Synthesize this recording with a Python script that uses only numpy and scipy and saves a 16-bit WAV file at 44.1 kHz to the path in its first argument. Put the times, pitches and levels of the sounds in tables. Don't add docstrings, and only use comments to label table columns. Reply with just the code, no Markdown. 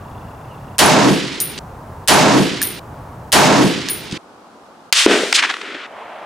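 import sys
import numpy as np
from scipy import signal
from scipy.fft import rfft, irfft
from scipy.io import wavfile

SR = 44100
rng = np.random.default_rng(int(sys.argv[2]) if len(sys.argv) > 2 else 0)


def dump_mix(stems):
    frames = np.atleast_2d(stems).T
    limited = np.clip(frames, -1, 1)
    pcm = np.round(limited * 32767).astype(np.int16)
    wavfile.write(sys.argv[1], SR, pcm)


N = 275625

# start_s, level_db, cut_s
SHOTS = [(0.789, -1, 1.592), (2.0819, -1.06, 2.796), (3.326, -1, 4.178)]
# start_s, level_db
EJECT_PINGS = [(.859, -7.5), (2.139, -12), (3.39, -30)]
def bench_shots():
    out, blast = np.zeros((2, N)), rolling_blast()
    for start_s, level_db, _ in SHOTS:
        snap = noise(BLAST_TONE, UNDER_ROOF, size=512) * dying(0.015, size=512)
        add(out, from_db(level_db - 7.5) * high_pass(snap, 1200), start_s - .0063)
        add(out, from_db(level_db) * blast, start_s)
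    for start_s, level_db in EJECT_PINGS:
        add(out, from_db(level_db) * ping(10500, fade_s=0.044), start_s)
    return round_peaks(out, top=.95)


# pitch_hz, level_db
BOOM_TONE = [(60, -35.5), (100, -22), (128, -2.5), (200, -1.5), (280, 0.5), (400, -1), (520, -7.5),
             (900, -41.5)]
ROAR_TONE = [(250, -39.5), (450, -2), (640, 2.5), (900, 0.5), (1250, -5), (1800, -9.5), (4000, -27.5)]
SCATTER_TONE = [(400, -30), (1000, 3.5), (2000, 2), (3500, 0.5), (5000, -1), (7000, -4.5), (10000, -18),
                (13000, -34.5), (16000, -57.5)]
FAR_SCATTER_TONE = [(400, -21.5), (1000, -4), (2200, 2), (3600, 1), (4800, -2), (6500, -9.5), (9000, -16.5),
                    (11000, -26.5), (13500, -39), (16000, -56)]
BLAST_TONE = [(100, -0.5), (700, 3.5), (1500, -1.5), (3000, 6), (6500, 0.5), (10000, 4.5), (13000, -5),
              (16000, -17.5)]
# pitch_hz, width_hz, boost_db
SHELTER_NOTES = [(131, 16, 3), (168, 14, 3), (203, 16, 4), (232, 16, -4), (262, 24, 2), (303, 12, 3),
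                 (480, 30, -4), (512, 16, 4), (560, 40, -4), (613, 24, 4), (640, 14, 3), (726, 14, 3),
                 (863, 18, 3), (940, 18, 3.5)]
def rolling_blast(size=44100):
    t = seconds(size)
    boom, roar, scatter = echo_loudness(t)
    scatter = scatter * flutter(depth_db=1.4, per_s=160, size=size)
    far = np.clip((t - .3) / 0.071, 0, 1)
    layers = [(boom, BOOM_TONE), (roar, ROAR_TONE),
              (scatter * np.sqrt(1 - far), SCATTER_TONE), (scatter * np.sqrt(far), FAR_SCATTER_TONE)]
    roll = sum(gain * out_of_step(noise(tone, UNDER_ROOF, size, SHELTER_NOTES)) for gain, tone in layers)
    roll *= 1 - np.exp(-t / 0.0026)
    bright = from_db(-8) * dying(0.04, size) + from_db(-10.5) * dying(0.44, size)
    bright += from_db(-30) * swell(t, 0.33, 0.07)
    gas_push = from_db(-22.5) * sine(92, t) * swell(t, 0.053, 0.023)
    return from_db(1.53) * roll + bright * noise(BLAST_TONE, UNDER_ROOF, size) + gas_push


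# delay_s, half_length_s, boom_db, roar_db, scatter_db
RANGE_ECHOES = [(0.056, 0.031, -23.5, -11.5, -25), (.29, 0.05, -12, -17, -59), (.83, .06, -33, -55, -32.5)]
def echo_loudness(t):
    boom = from_db(-14) * rise_and_fall(t, rise_s=0.048, hold_s=0.34, fall_db_per_s=102.5)
    roar = from_db(-12.5) * rise_and_fall(t, rise_s=0.015, hold_s=0.23, fall_db_per_s=130)
    scatter = from_db(-10.5 - 35 * t)
    rumble = rise_and_fall(t, rise_s=0.048, hold_s=0, fall_db_per_s=19.5)
    direct = [np.hypot(boom, from_db(-23) * rumble), np.hypot(roar, from_db(-36) * rumble), scatter]
    return with_echoes(direct, RANGE_ECHOES, t)


# pitch_hz, lead_radians
LEFT_LEAD = [(30, 0), (150, -.55), (430, -0.77), (1120, -0.25), (3620, 0.1), (16000, 0)]
# pitch_hz, left_minus_right_db
LEFT_BALANCE = [(60, .5), (200, -1.5), (700, -1.6), (1800, -2.5), (4400, -1.5), (15000, 0.5)]
def out_of_step(x):
    size = x.shape[-1]
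    hz, half_each = pitches(size), np.array([[.5], [-.5]])
    shift = np.exp(1j * half_each * at_hz(LEFT_LEAD, hz))
    balance = from_db(half_each * at_hz(LEFT_BALANCE, hz))
    return irfft(rfft(x) * shift * balance, size)


# pitch_hz, level_db
SIZZLE_TONE = [(200, -31), (500, -19), (1000, -8), (2000, 0.5), (3500, 2.5), (6000, -3.5), (9000, -8),
               (11000, -20), (15000, -35)]
FAR_BOOM_LOW = [(100, -19), (160, -22), (220, -6), (310, -3), (420, 0), (520, -5.5), (630, -7.5),
                (850, -14), (1500, -70)]
FAR_BOOM_HIGH = [(500, -38), (900, -1), (1400, 6), (2200, 4.5), (3400, 0.5), (5000, -12), (8000, -25),
                 (12000, -74)]
# peak_s, half_length_s, low_db, high_db
FAR_ECHOES = [(5.457, 0.11, -38, -25.5), (5.693, 0.12, -37, -31), (5.749, 0.0074, -28.5, -28.5),
              (5.85, 0.12, -46, -33.5)]
CRACK_S, FAR_BOOM_S, TARGET_CUT_S = 4.9257, 5.0628, 5.868
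def incoming_shot():
    t = seconds(N)
    hiss = rise_and_fall(t - CRACK_S, rise_s=0.0027, hold_s=0.072, fall_db_per_s=47)
    ground_echo = swell(t, CRACK_S + 0.061, 0.048) * (t > CRACK_S)
    sizzle = from_db(-13.5) * np.hypot(hiss, ground_echo)
    tail = rise_and_fall(t - FAR_BOOM_S, rise_s=0.0025, hold_s=0, fall_db_per_s=101)
    low, high = with_echoes([from_db(-6.5) * tail, from_db(-8.5) * tail], FAR_ECHOES, t)
    out = sizzle * noise(SIZZLE_TONE, UNDER_ROOF) + low * noise(FAR_BOOM_LOW, IN_THE_OPEN)
    out += high * flutter(depth_db=1, per_s=170) * noise(FAR_BOOM_HIGH, IN_THE_OPEN)
    add(out, from_db(10.5) * high_pass(click(3600, fade_s=.04), 250), CRACK_S)
    add(out, from_db(18.5) * thump(370, half_length_s=.005), FAR_BOOM_S)
    add(out, from_db(7) * low_pass(click(1400, fade_s=0.014), 2800, order=4), FAR_BOOM_S)
    add(out, from_db(-9) * thump(480, half_length_s=0.0039), 5.234)
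    return out * np.interp(t, [TARGET_CUT_S - .003, TARGET_CUT_S], [1, 0])


# peak_s, level_db, half_length_s
EARTH_SPRAYS = [(5.358, -8, 0.014), (5.389, -11, 0.016), (5.428, -11.5, 0.0047), (5.444, -13.5, 0.017),
                (5.499, -14, 0.0054), (5.51, -16, 0.0068), (5.542, -18.5, 0.0032), (5.569, -27, 0.0027),
                (5.616, -19.5, .0026)]
def flying_earth(strike_s=5.327, dulling_s=0.03, size=4096):
    out, t = np.zeros((2, N)), seconds(size) - size / 2 / SR
    add(out, from_db(-2) * click(4800, fade_s=0.0079), strike_s)
    thud = (strike_s + 0.00201, -7, .0032, 0)
    sprays = [(peak_s, level_db, half_length_s, np.exp((EARTH_SPRAYS[0][0] - peak_s) / dulling_s))
              for peak_s, level_db, half_length_s in EARTH_SPRAYS]
    for peak_s, level_db, half_length_s, grit in [thud] + sprays:
        pitch_hz = np.interp(grit, [0, 1], [1640, 3430])
        treble_db = np.interp(grit, [0, 1], [-21.5, -18.5])
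        spray = noise(hump(pitch_hz, below_db=-22.5, above_db=treble_db), IN_THE_OPEN, size)
        grains = flutter(depth_db=1.8, per_s=700, size=size)
        add(out, from_db(level_db) * spray * grains * swell(t, 0, half_length_s), peak_s + t[0])
    return low_pass(out, 10000, order=6)


# start_s, tick_db, tick_hz, clink_db, ring_db, lowest_note_hz
CASE_LANDINGS = [(1.4025, 3, 6360, -48, -16, 9570), (2.6167, -6.5, 4000, -11, -14, 9530),
                 (2.628, 0.5, 5640, -42, -37, 9640), (3.8871, -2, 4400, -21, -32, 9630),
                 (3.8974, -8.5, 3000, -20.5, -19, 9650)]
def falling_cases():
    out, clink = np.zeros((2, N)), ping(1720, fade_s=.025)
    for start_s, tick_db, tick_hz, clink_db, ring_db, lowest_note_hz in CASE_LANDINGS:
        roof_echo = from_db(-26) * click(tick_hz, fade_s=0.12)
        add(out, from_db(tick_db) * (tick(tick_hz) + roof_echo) + from_db(clink_db) * clink, start_s)
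        add(out, from_db(ring_db) * spinning_ring(lowest_note_hz), start_s)
    return out


def tick(hz, size=4096):
    band_hz = [hz / 1.47, min(hz * 1.6, .45 * SR)]
    band_filter = signal.butter(2, band_hz, "band", fs=SR, output="sos")
    spike = signal.sosfilt(band_filter, signal.unit_impulse(size))
    return spike / np.abs(spike).max()


# pitch_hz, level_db, fade_s
BRASS_NOTES = [(9560, -1, 0.31), (12520, -6, 0.27), (14700, -5.5, 0.29)]
def spinning_ring(lowest_note_hz, spread_hz=75, count=14, size=16384):
    out, t = 0, seconds(size)
    for pitch_hz, level_db, fade_s in BRASS_NOTES:
        note_hz = pitch_hz * lowest_note_hz / BRASS_NOTES[0][0]
        close_hz = note_hz + spread_hz * rng.standard_normal((count, 1))
        phase = 2 * np.pi * rng.random((count, 1)) + 0.18 * rng.standard_normal((2, count, 1))
        shimmer = np.sin(2 * np.pi * close_hz * t + phase).sum(axis=1)
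        out = out + from_db(level_db) * rms_one(shimmer) * dying(fade_s, size)
    return out * (1 - 0.4 * np.exp(-t / 0.009))


# start_s, click_db, thump_db
RIFLE_KNOCKS = [(1.578, -23, -45), (1.587, -23, 0), (4.112, -27.5, -45), (4.1232, -23.5, -7)]
def rifle_knocks():
    out = np.zeros((2, N))
    for start_s, click_db, thump_db in RIFLE_KNOCKS:
        add(out, from_db(click_db) * low_pass(click(4300, fade_s=0.029), 9100, order=4), start_s)
        add(out, from_db(thump_db - 7) * thump(200, half_length_s=0.0065), start_s + 0.0039)
    return out


# pitch_hz, level_db
RETURNING_AIR_TONE = [(100, -34.5), (230, -29), (400, -13), (640, -0.5), (1100, -6), (1500, -11.5),
                      (1900, -12), (3200, -20), (5000, -38), (10000, -48)]
def returning_background(start_s=5.73, rise_s=0.27):
    rise = np.clip((seconds(N) - start_s) / rise_s, 0, 1)
    return from_db(-34) * rise * noise(RETURNING_AIR_TONE, IN_THE_OPEN) * flutter(depth_db=1.3, per_s=90)


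# pitch_hz, level_db
BENCH_AIR_TONE = [(25, -11), (50, -5.5), (80, 0.5), (125, 0.5), (200, -7), (350, -12.5), (600, -10),
                  (950, -8.5), (1500, -19), (2100, -29), (3500, -36.5), (8000, -40.5), (15000, -44)]
TARGET_AIR_TONE = [(30, -27), (70, -13), (130, -12), (240, -0.5), (450, -3), (800, -0.5), (1300, -4.5),
                   (1900, -17.5), (4500, -21.5), (10000, -31), (15000, -44)]
# pitch_hz, likeness_0_to_1
BENCH_LIKENESS = [(60, 1.0), (130, 1.0), (290, 0.98), (640, 0.88), (1410, 0.68), (3100, 0.54), (6820, 0.77),
                  (15000, 0.99)]
TARGET_LIKENESS = [(60, .3), (200, .94), (700, 0.77), (1300, 0.51), (2400, .1), (8000, 0.3)]
def traffic_and_wind():
    t, move_s = seconds(N), SHOTS[-1][2]
    at_target = np.interp(t, [move_s - .005, move_s], [0, 1])
    incoming = switch_on(CRACK_S - .022, CRACK_S - .016, TARGET_CUT_S)
    bench = from_db(-34 - 5.5 * during_bench_shots()) * noise(BENCH_AIR_TONE, BENCH_LIKENESS)
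    bench *= flutter(depth_db=0.15, per_s=12)
    target = from_db(-43.5 - 12 * incoming) * noise(TARGET_AIR_TONE, TARGET_LIKENESS)
    return (1 - at_target) * bench + at_target * target


def birds():
    t = seconds(N)
    trill_tone = [(2300, -29), (2720, -3), (3000, -16.5), (3300, -19), (3500, -9.5), (3800, -35)]
    trill = from_db(-53.5) * noise(trill_tone, IN_THE_OPEN) * sine(15, t) ** 4
    chirp_hz = np.interp(t, [.5, .56], [3000, 2550]) * (1 + .04 * sine(220, t))
    chirp = from_db(-51) * np.sin(2 * np.pi * np.cumsum(chirp_hz) / SR) * swell(t, .525, 0.031)
    return (trill + chirp) * (t < SHOTS[0][0])


# pitch_hz, likeness_0_to_1
UNDER_ROOF = [(60, .8), (130, .82), (300, 0.85), (1400, 0.69), (7000, 0.76), (15000, .94)]
IN_THE_OPEN = [(60, 1), (300, 1), (2000, 0.92), (10000, 0.8)]
def noise(tone, likeness, size=N, notes=()):
    hz = pitches(size)
    boosts_db = sum(db / (1 + (2 * (hz - note_hz) / width_hz) ** 2) for note_hz, width_hz, db in notes)
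    edges = np.minimum(hz / tone[0][0], 1) ** 2 * np.minimum(tone[-1][0] / hz, 1) ** 2
    gain = from_db(at_hz(tone, hz) + boosts_db) * edges
    shared, opposite = gain * np.exp(2j * np.pi * rng.random((2, len(hz))))
    alike = np.clip(at_hz(likeness, hz), 0, 1)
    return rms_one(irfft(np.sqrt(1 + alike) * shared + np.sqrt(1 - alike) * opposite * [[1], [-1]], size))


def hump(centre_hz, below_db, above_db):
    return [(centre_hz * 2. ** k, (below_db if k < 0 else above_db) * (abs(k) / 2) ** 1.6)
            for k in range(-3, 4)]


def click(centre_hz, fade_s, size=4096):
    return noise(hump(centre_hz, below_db=-13.5, above_db=-25), IN_THE_OPEN, size) * dying(fade_s, size)


def thump(hz, half_length_s, size=4096):
    t = seconds(size)
    return sine(hz, t) * np.exp(-(t / half_length_s) ** 4)


def ping(hz, fade_s, size=4096):
    return sine(hz, seconds(size)) * dying(fade_s, size)


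def dying(fade_s, size):
    return from_db(-60 * seconds(size) / fade_s)


def swell(t, peak_s, half_length_s):
    return np.exp(-((t - peak_s) / half_length_s) ** 2)


def rise_and_fall(t, rise_s, hold_s, fall_db_per_s):
    return np.clip(t / rise_s, 0, 1) * from_db(-fall_db_per_s * np.maximum(t - hold_s, 0))


def flutter(depth_db, per_s, size=N):
    steps = rng.standard_normal(4096)
    return rms_one(from_db(depth_db * np.interp(seconds(size) * per_s, np.arange(len(steps)), steps)))


def with_echoes(direct, echoes, t):
    power = np.square(direct)
    for peak_s, half_length_s, *levels_db in echoes:
        power += (from_db(levels_db)[:, None] * swell(t, peak_s, half_length_s)) ** 2
    return np.sqrt(power)


def switch_on(start_s, full_s, cut_s):
    return np.interp(seconds(N), [start_s, full_s, cut_s - .003, cut_s], [0, 1, 1, 0])


def during_bench_shots():
    return sum(switch_on(start_s - .03, start_s - .02, cut_s) for start_s, _, cut_s in SHOTS)


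def from_db(db):
    return 10 ** (np.asarray(db) / 20)


def rms_one(x):
    return x / np.sqrt(np.mean(x ** 2) + 1e-20)


def seconds(size):
    return np.arange(size) / SR


def sine(hz, t):
    return np.sin(2 * np.pi * hz * t)


def pitches(size):
    return np.maximum(np.fft.rfftfreq(size, 1 / SR), 1)


def at_hz(table, hz):
    table_hz, values = np.array(table).T
    return np.interp(np.log(hz), np.log(table_hz), values)


def add(out, x, start_s):
    start = round(start_s * SR)
    out[:, start:start + x.shape[-1]] += x[..., :N - start]


def high_pass(x, hz):
    return signal.sosfilt(signal.butter(4, hz, "high", fs=SR, output="sos"), x)


def low_pass(x, hz, order):
    return signal.sosfilt(signal.butter(order, min(hz, .45 * SR), fs=SR, output="sos"), x + 1e-18)


def round_peaks(x, top):
    return top * np.tanh(x / top)


def limiter(x, threshold_db, attack_s, release_db_per_s):
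    excess_db = np.maximum(20 * np.log10(np.abs(x).max(axis=0) + 1e-9) - threshold_db, 0)
    recovery_db = release_db_per_s * seconds(N)
    held_db = np.maximum.accumulate(excess_db + recovery_db) - recovery_db
    smoothing = np.exp(-1 / (attack_s * SR))
    return x * from_db(-signal.lfilter([1 - smoothing], [1, -smoothing], held_db))


def scene():
    at_bench = (bench_shots() + falling_cases() + rifle_knocks()) * during_bench_shots()
    lean_left = from_db([[0.55], [-0.55]])
    at_target = high_pass(incoming_shot() + flying_earth(), 152) * lean_left
    return at_bench + at_target + traffic_and_wind() + returning_background() + birds()


def record(dry):
    limited = limiter(dry, threshold_db=5.5, attack_s=0.00053, release_db_per_s=301.5)
    treble_cut = signal.cheby2(18, 85, 16900, fs=SR, output="sos")
    return signal.sosfilt(treble_cut, round_peaks(limited, top=1.1))


dry = scene()
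out = record(dry)
dump_mix(out)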